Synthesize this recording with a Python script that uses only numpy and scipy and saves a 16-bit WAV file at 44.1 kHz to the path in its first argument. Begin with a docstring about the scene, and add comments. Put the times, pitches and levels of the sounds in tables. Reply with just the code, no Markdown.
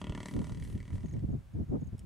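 """Wind rumbles on the microphone in an open field, clothes rustle, and at once a young elephant groans.
Its vocal folds snap shut in slow, separate pulses that ring chest, throat and mouth, each with a rasping
puff of air; the groan ebbs away within a second and a quarter. Gusts keep buffeting in low surges,
the handlers make a few dry ticks, and from halfway a small bird chirps far off."""
import sys
import numpy as np
from scipy import signal
from scipy.fft import rfft, irfft
from scipy.io import wavfile
from scipy.ndimage import uniform_filter1d

SR = 44100
rng = np.random.default_rng(int(sys.argv[2]) if len(sys.argv) > 2 else 0)


def generate_wav(signal):
    """Clip the signal to [-1, 1] and save it as 16-bit WAV at the path in sys.argv[1]."""
    frames = np.transpose(np.atleast_2d(signal))
    scaled = np.clip(frames, -1, 1) * 32767
    pcm = np.round(scaled).astype(np.int16)
    wavfile.write(sys.argv[1], SR, pcm)


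N = 90757
TIME = np.arange(N) / SR

# the breeze under the gusts, with its lulls: time_s, level_db
BREEZE_LEVEL = [(0, -49), (.19, -43), (.28, -56), (.43, -42.5), (.81, -41), (.86, -50.5), (.91, -41),
                (1.38, -39), (1.45, -62), (1.64, -51.5), (1.79, -37), (1.87, -67), (2.05, -44)]
# gusts on the microphone: peak_s, level_db, width_s, bottom_hz, top_hz
GUSTS = [(0.102, -29.5, 0.017, 43, 125), (0.355, -33, 0.033, 45, 234), (0.391, -29.5, 0.054, 8.2, 222),
         (0.518, -36, 0.02, 19, 168), (.58, -41, 0.019, 85, 155), (0.625, -35, 0.015, 36, 104),
         (.755, -33, 0.028, 84, 157), (.945, -31, 0.027, 52, 124), (1.049, -31.5, 0.017, 88, 174),
         (1.16, -31.5, 0.045, 110, 133), (1.242, -28.5, 0.021, 69, 146), (1.3, -31.5, 0.027, 89, 146),
         (1.341, -30, 0.028, 66, 177), (1.565, -32.5, 0.033, 94, 134), (1.607, -30.5, 0.04, 39, 187),
         (1.701, -32.5, 0.019, 32, 127), (1.744, -28.5, 0.038, 163, 272), (1.826, -32.5, 0.015, 90, 169),
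         (1.874, -38, 0.038, 71, 89), (1.94, -33.5, 0.022, 53, 151)]
# tone of the still air over the field: frequency_hz, relative_db
FIELD_SPECTRUM = [(20, -22), (40, 7.5), (100, 9.5), (160, -3), (220, -24), (300, -23), (600, -17),
                  (1000, -22), (2000, -26.5), (5000, -36), (9000, -38), (12000, -42.5), (15500, -45)]
# how alike left and right are in the air and cloth noise: frequency_hz, correlation
STEREO_LIKENESS = [(50, 0.87), (200, 0.51), (600, 0.3), (2000, 0.46), (6000, 0.66), (14000, 1)]
# tone of sliding cloth: frequency_hz, relative_db
CLOTH_SPECTRUM = [(2500, 2.5), (4500, -4), (7000, -3.5), (9500, -2.5), (10700, -8.5), (11800, -17.5),
                  (13000, -23), (16000, -42)]
# strokes of cloth: peak_s, relative_db, width_s, fine_hiss_offset_db
CLOTH_STROKES = [(.01, -75.5, 0.019, -20), (0.197, -78.5, 0.064, -11), (0.306, -78.5, 0.095, 0.5),
                 (0.456, -79.5, 0.17, -5.5), (0.634, -80.5, 0.06, -1.5), (0.703, -80, 0.084, 0.5),
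                 (0.954, -78.5, 0.044, -10)]
# pace of the vocal folds: time_s, pulse_rate_hz
PULSE_RATE = [(0, 37.52), (.22, 36.88), (.45, 38.4), (.65, 39.17), (.98, 39.38), (1.2, 35.81)]
# resonances of chest, gullet, throat, mouth and rasping air: pitch_hz, bandwidth_hz, relative_db
CHEST_MODES = [(186, 35, 9), (297, 20.4, 1.5), (354, 28, -4.5), (450, 8, -9.5)]
GULLET_MODES = [(603, 34, 2.5), (986, 39, 0.5), (1148, 28, -4), (1140, 157, -7), (1425, 24, -4)]
THROAT_MODES = [(1817, 280, 3.5), (1977, 203, 7), (2270, 66, 2.5)]
MOUTH_MODES = [(2600, 240, -2), (3100, 510, 0.05), (3436, 200, 0.083)]
RASP_MODES = [(3900, 810, 0.5), (4736, 124, 1.5), (5200, 310, -4), (5970, 154, 2.5), (6450, 320, -2),
              (7060, 140, -2), (7770, 610, -2), (8470, 210, -1.5), (8800, 1100, -12)]
# the gullet's hollow ring, which drops out in mid-groan: time_s, offset_db
GULLET_DIP = [(.17, 1), (.25, -4), (.51, 2.5), (.58, -11.5), (.8, -9.5), (.9, 0.5), (1.06, -3), (1.19, -8)]
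# single pulses or short runs that come harder or slacker than the rest: peak_s, push_db, width_s
PUSHES = [(0.105, -5.5, 0.047), (.15, 7, 0.017), (.204, 5, .015), (0.266, 11, 0.028), (0.347, 1, 0.035),
          (0.63, 4.5, .05), (0.736, -4, 0.097), (0.802, 8, .03), (0.915, 4, 0.14), (1.196, 2, 0.022)]
# small ticks of handling: start_s, relative_db, decay_s
HANDLING_TICKS = [(0.637, -61.5, 0.012), (1.135, -69, 0.0022), (1.98, -66.5, 0.0045),
                  (1.9926, -51.5, 0.00051), (1.993, -61, 0.0052)]
# their bright ring: pitch_hz, bandwidth_hz, relative_db
TICK_MODES = [(2880, 670, -1), (5400, 400, 2), (6830, 270, 1.5), (7900, 510, 1), (8660, 500, 5),
              (10600, 1000, -0.5)]
# bird notes: start_s, level_db
CHIRPS = [(1.039, -72), (1.057, -63.5), (1.088, -61), (1.121, -61.5), (1.313, -73.5), (1.530, -76),
          (1.685, -77), (1.805, -69.5), (1.836, -69), (1.866, -67)]

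# the effort behind the groan swells, holds, then ebbs as the air runs out
SWELL_S, SWELL_DB, HOLD_UNTIL_S, EBB_DB_PER_S = 0.23, 2, 0.24, 18
FIRST_PULSE_S, GROAN_END_S = .0148, 1.21
MOUTH_OPEN_DB, MOUTH_NARROWS_S = 10.5, 0.18   # the mouth starts open and bright, then narrows
PULSE_SHIMMER_DB = 1.9   # each pulse strikes each part of the voice a little differently


def from_db(db):
    """Decibels to gain."""
    return 10 ** (np.asarray(db) / 20)


def rms_one(x):
    """Scale to an rms of 1."""
    return x / np.sqrt(np.mean(x ** 2) + 1e-20)


def in_time(points):
    """Read an automation curve at every sample."""
    return np.interp(TIME, *np.transpose(points))


def at_hz(points, hz):
    """Read a curve on a log-frequency axis."""
    points_hz, values = np.transpose(points)
    return np.interp(np.log(hz), np.log(points_hz), values)


def butter(x, hz, kind, order=2):
    """Butterworth filter."""
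    sections = signal.butter(order, np.clip(hz, 10, .45 * SR), kind, fs=SR, output="sos")
    return signal.sosfilt(sections, x)


def evened(x, span_s):
    """Hold the running rms at 1."""
    size = max(int(span_s * SR), 8)
    power = np.mean(np.atleast_2d(x) ** 2, axis=0)
    running_power = uniform_filter1d(uniform_filter1d(power, size), size)
    return x / np.sqrt(running_power + 1e-5 * power.mean())


def swell(peak_s, width_s):
    """A smooth rise and fall that peaks at 1."""
    return np.exp(-2 * ((TIME - peak_s) / width_s) ** 2)


def eddies(size, bottom_hz, top_hz):
    """Eddies shake the two microphone ports; slow pressure is shared, the fast part differs."""
    shared, side = rng.standard_normal((2, size))
    side = 1.5 * butter(side, 330, "high", order=1) + .12 * side
    pressure = butter(shared + side * [[1], [-1]], top_hz, "low", order=3)
    rumble = butter(butter(pressure, bottom_hz, "high"), 1270, "low")
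    return evened(rumble, span_s=0.037)


def wind():
    """Gusts swell out of a light breeze; smaller, faster eddies give a gust a higher rumble."""
    out = from_db(in_time(BREEZE_LEVEL)) * eddies(N, bottom_hz=38, top_hz=137)
    for peak_s, db, width_s, bottom_hz, top_hz in GUSTS:
        near = np.flatnonzero(abs(TIME - peak_s) < .15)
        out[:, near] += from_db(db) * swell(peak_s, width_s)[near] * eddies(len(near), bottom_hz, top_hz)
    return out


def stereo_noise(spectrum):
    """Shaped noise, widest in the mids and narrow in bass and treble; rms 1."""
    hz = np.maximum(np.fft.rfftfreq(N, 1 / SR), 1)
    mid, side = rfft(rng.standard_normal((2, N))) * from_db(at_hz(spectrum, hz))
    alike = np.clip(at_hz(STEREO_LIKENESS, hz), -1, 1)
    return rms_one(irfft(np.sqrt(1 + alike) * mid + np.sqrt(1 - alike) * side * [[1], [-1]], N))


def field_air():
    """Still air over the field: a steady, bass-heavy bed."""
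    return from_db(-52.5) * stereo_noise(FIELD_SPECTRUM)


def clothes(rub_db=-85.5, rub_until_s=1.02, fade_db_per_s=34):
    """Cloth slides over cloth and hide with a grainy hiss: strokes over light rubbing that dies away."""
    power = from_db(rub_db - fade_db_per_s * np.maximum(TIME - rub_until_s, 0)) ** 2
    fine_power = from_db(-17) ** 2 * power
    for peak_s, db, width_s, fine_db in CLOTH_STROKES:
        stroke = from_db(db) * swell(peak_s, width_s)
        power += stroke ** 2
        fine_power += (from_db(fine_db) * stroke) ** 2
    grain = from_db(rms_one(butter(rng.standard_normal(N), 680, "low")))   # 1 dB of fast flicker
    hiss = rms_one(butter(stereo_noise(CLOTH_SPECTRUM), 950, "high") * grain)
    fine_hiss = rms_one(butter(stereo_noise(CLOTH_SPECTRUM), 11800, "high", order=4) * grain)
    return from_db(12) * (np.sqrt(power) * hiss + from_db(-3.5) * np.sqrt(fine_power) * fine_hiss)


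def throat_pulses(jitter_s):
    """One click each time the heavy vocal folds snap shut."""
    cycles = np.cumsum(in_time(PULSE_RATE) * (TIME > FIRST_PULSE_S)) / SR
    closures = np.flatnonzero(np.diff(np.ceil(cycles)))
    jitter = (rng.standard_normal(len(closures)) * jitter_s * SR).astype(int)
    clicks = np.zeros(N)
    clicks[np.clip(closures + jitter, 0, N - 1)] = 1
    return clicks


def puffs(clicks, rise_s, fall_s, tail_s, tail_db):
    """Each pulse lets through a short puff of turbulent air with a weaker tail; rms 1."""
    age = TIME[:SR // 10]
    burst = (1 - np.exp(-age / rise_s)) ** 2 * np.exp(-age / fall_s)
    envelope = burst / burst.max() + from_db(tail_db) * np.exp(-age / tail_s)
    return rms_one(signal.fftconvolve(clicks, envelope)[:N] * rng.standard_normal(N))


def resonate(x, modes):
    """Ring parallel resonances of alternating polarity."""
    out = 0
    for k, (hz, bandwidth_hz, db) in enumerate(modes):
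        radius = np.exp(-np.pi * bandwidth_hz / SR)
        poles = [1, -2 * radius * np.cos(2 * np.pi * hz / SR), radius ** 2]
        gain = (1 - radius ** 2) / 2
        out += (-1) ** k * from_db(db) * signal.lfilter([gain, 0, -gain], poles, x + 1e-18)
    return out


def cavity(x, modes, edges_hz):
    """One group of resonances with dark valleys on both sides, held at rms 1."""
    return evened(butter(resonate(x, modes), edges_hz, "band"), span_s=.0265)


def drive(clicks, base_db, effort, push, opening):
    """Gain of one voice part, set at each pulse by its shares of effort, pushes and mouth opening."""
    swell_db = -SWELL_DB * np.maximum(1 - TIME / SWELL_S, 0)
    ebb_db = -EBB_DB_PER_S * np.maximum(TIME - HOLD_UNTIL_S, 0)
    push_db = sum(db * swell(peak_s, width_s) for peak_s, db, width_s in PUSHES)
    open_db = MOUTH_OPEN_DB * np.exp(-(TIME / MOUTH_NARROWS_S) ** 2)
    level_db = base_db + effort * (swell_db + ebb_db) + push * push_db + opening * open_db
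    closures = np.flatnonzero(clicks)
    pulse_db = level_db[closures] + PULSE_SHIMMER_DB * rng.standard_normal(len(closures))
    latest_pulse = np.maximum(np.cumsum(clicks > 0) - 1, 0)
    return uniform_filter1d(from_db(pulse_db)[latest_pulse], size=48)


def ground_echo(voice, lag_s):
    """The ground sends back a quiet, duller copy."""
    dulled = butter(voice, 7800, "low", order=1)
    return from_db(-14.5) * np.interp(TIME - lag_s, TIME, dulled, left=0)


def elephant():
    """Slow pulses ring chest, gullet, throat and mouth; their puffs of air add the rasp."""
    clicks = throat_pulses(jitter_s=.00004)
    snap = rms_one(clicks)
    air = puffs(clicks, rise_s=0.00031, fall_s=0.00057, tail_s=0.013, tail_db=-3.5)
    # the hissing jet peaks a moment after the snap
    jet = puffs(clicks, rise_s=0.0016, fall_s=0.00094, tail_s=0.021, tail_db=-15.5)
    chest = cavity(-snap + 0.44 * air, CHEST_MODES, [110, 520])
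    chest *= drive(clicks, base_db=-45, effort=1.04, push=0, opening=0.23)
    gullet = cavity(-snap + .35 * air, GULLET_MODES, [500, 1550])
    gullet *= drive(clicks, base_db=-54.5 + in_time(GULLET_DIP), effort=1.03, push=0.15, opening=0.26)
    throat = cavity(snap + 0.93 * air, THROAT_MODES, [1600, 2500])
    throat *= drive(clicks, base_db=-62.5, effort=0.78, push=1, opening=0.34)
    mouth = cavity(snap + 0.52 * air, MOUTH_MODES, [2500, 3700])
    mouth *= drive(clicks, base_db=-66, effort=0.91, push=0.25, opening=1)
    rasp = cavity(0.53 * snap + jet, RASP_MODES, [3600, 10000])
    rasp *= drive(clicks, base_db=-64, effort=0.96, push=0.38, opening=0)
    release = np.clip((GROAN_END_S - TIME) / .007, 0, 1)
    voice = (chest + gullet + throat + mouth + rasp) * release
    return (voice + ground_echo(voice, lag_s=0.0075)) * from_db([[.3], [-.3]])   # a touch to the left


def handling_ticks():
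    """Brief, dry crackles of handling, with a thin bright ring."""
    bursts = np.zeros(N)
    for start_s, db, decay_s in HANDLING_TICKS:
        envelope = (TIME >= start_s) * np.exp(-abs(TIME - start_s) / decay_s)
        bursts += from_db(db) * envelope * rng.standard_normal(N)
    return from_db(9) * butter(resonate(bursts, TICK_MODES), 18000, "low", order=4)


def bird(top_hz=7040, bottom_hz=6110, length_s=0.0185):
    """Thin, distant notes, each a quick downward slide."""
    out = np.zeros(N)
    for start_s, db in CHIRPS:
        progress = np.clip((TIME - start_s) / length_s, 0, 1)
        pitch_hz = top_hz + (bottom_hz - top_hz) * progress
        out += from_db(db) * np.sin(np.pi * progress) * np.sin(2 * np.pi * np.cumsum(pitch_hz) / SR)
    return out


def scene():
    """Wind and the elephant up front; field air, handlers and bird behind."""
    return wind() + field_air() + clothes() + elephant() + handling_ticks() + bird()


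def record(dry):
    """Roll off the deepest rumble and cut the very top steeply."""
    top_cut = signal.ellip(12, .1, 80, 15750, fs=SR, output="sos")
    return signal.sosfilt(top_cut, butter(dry, 26, "high"))


dry = scene()
out = record(dry)
generate_wav(out)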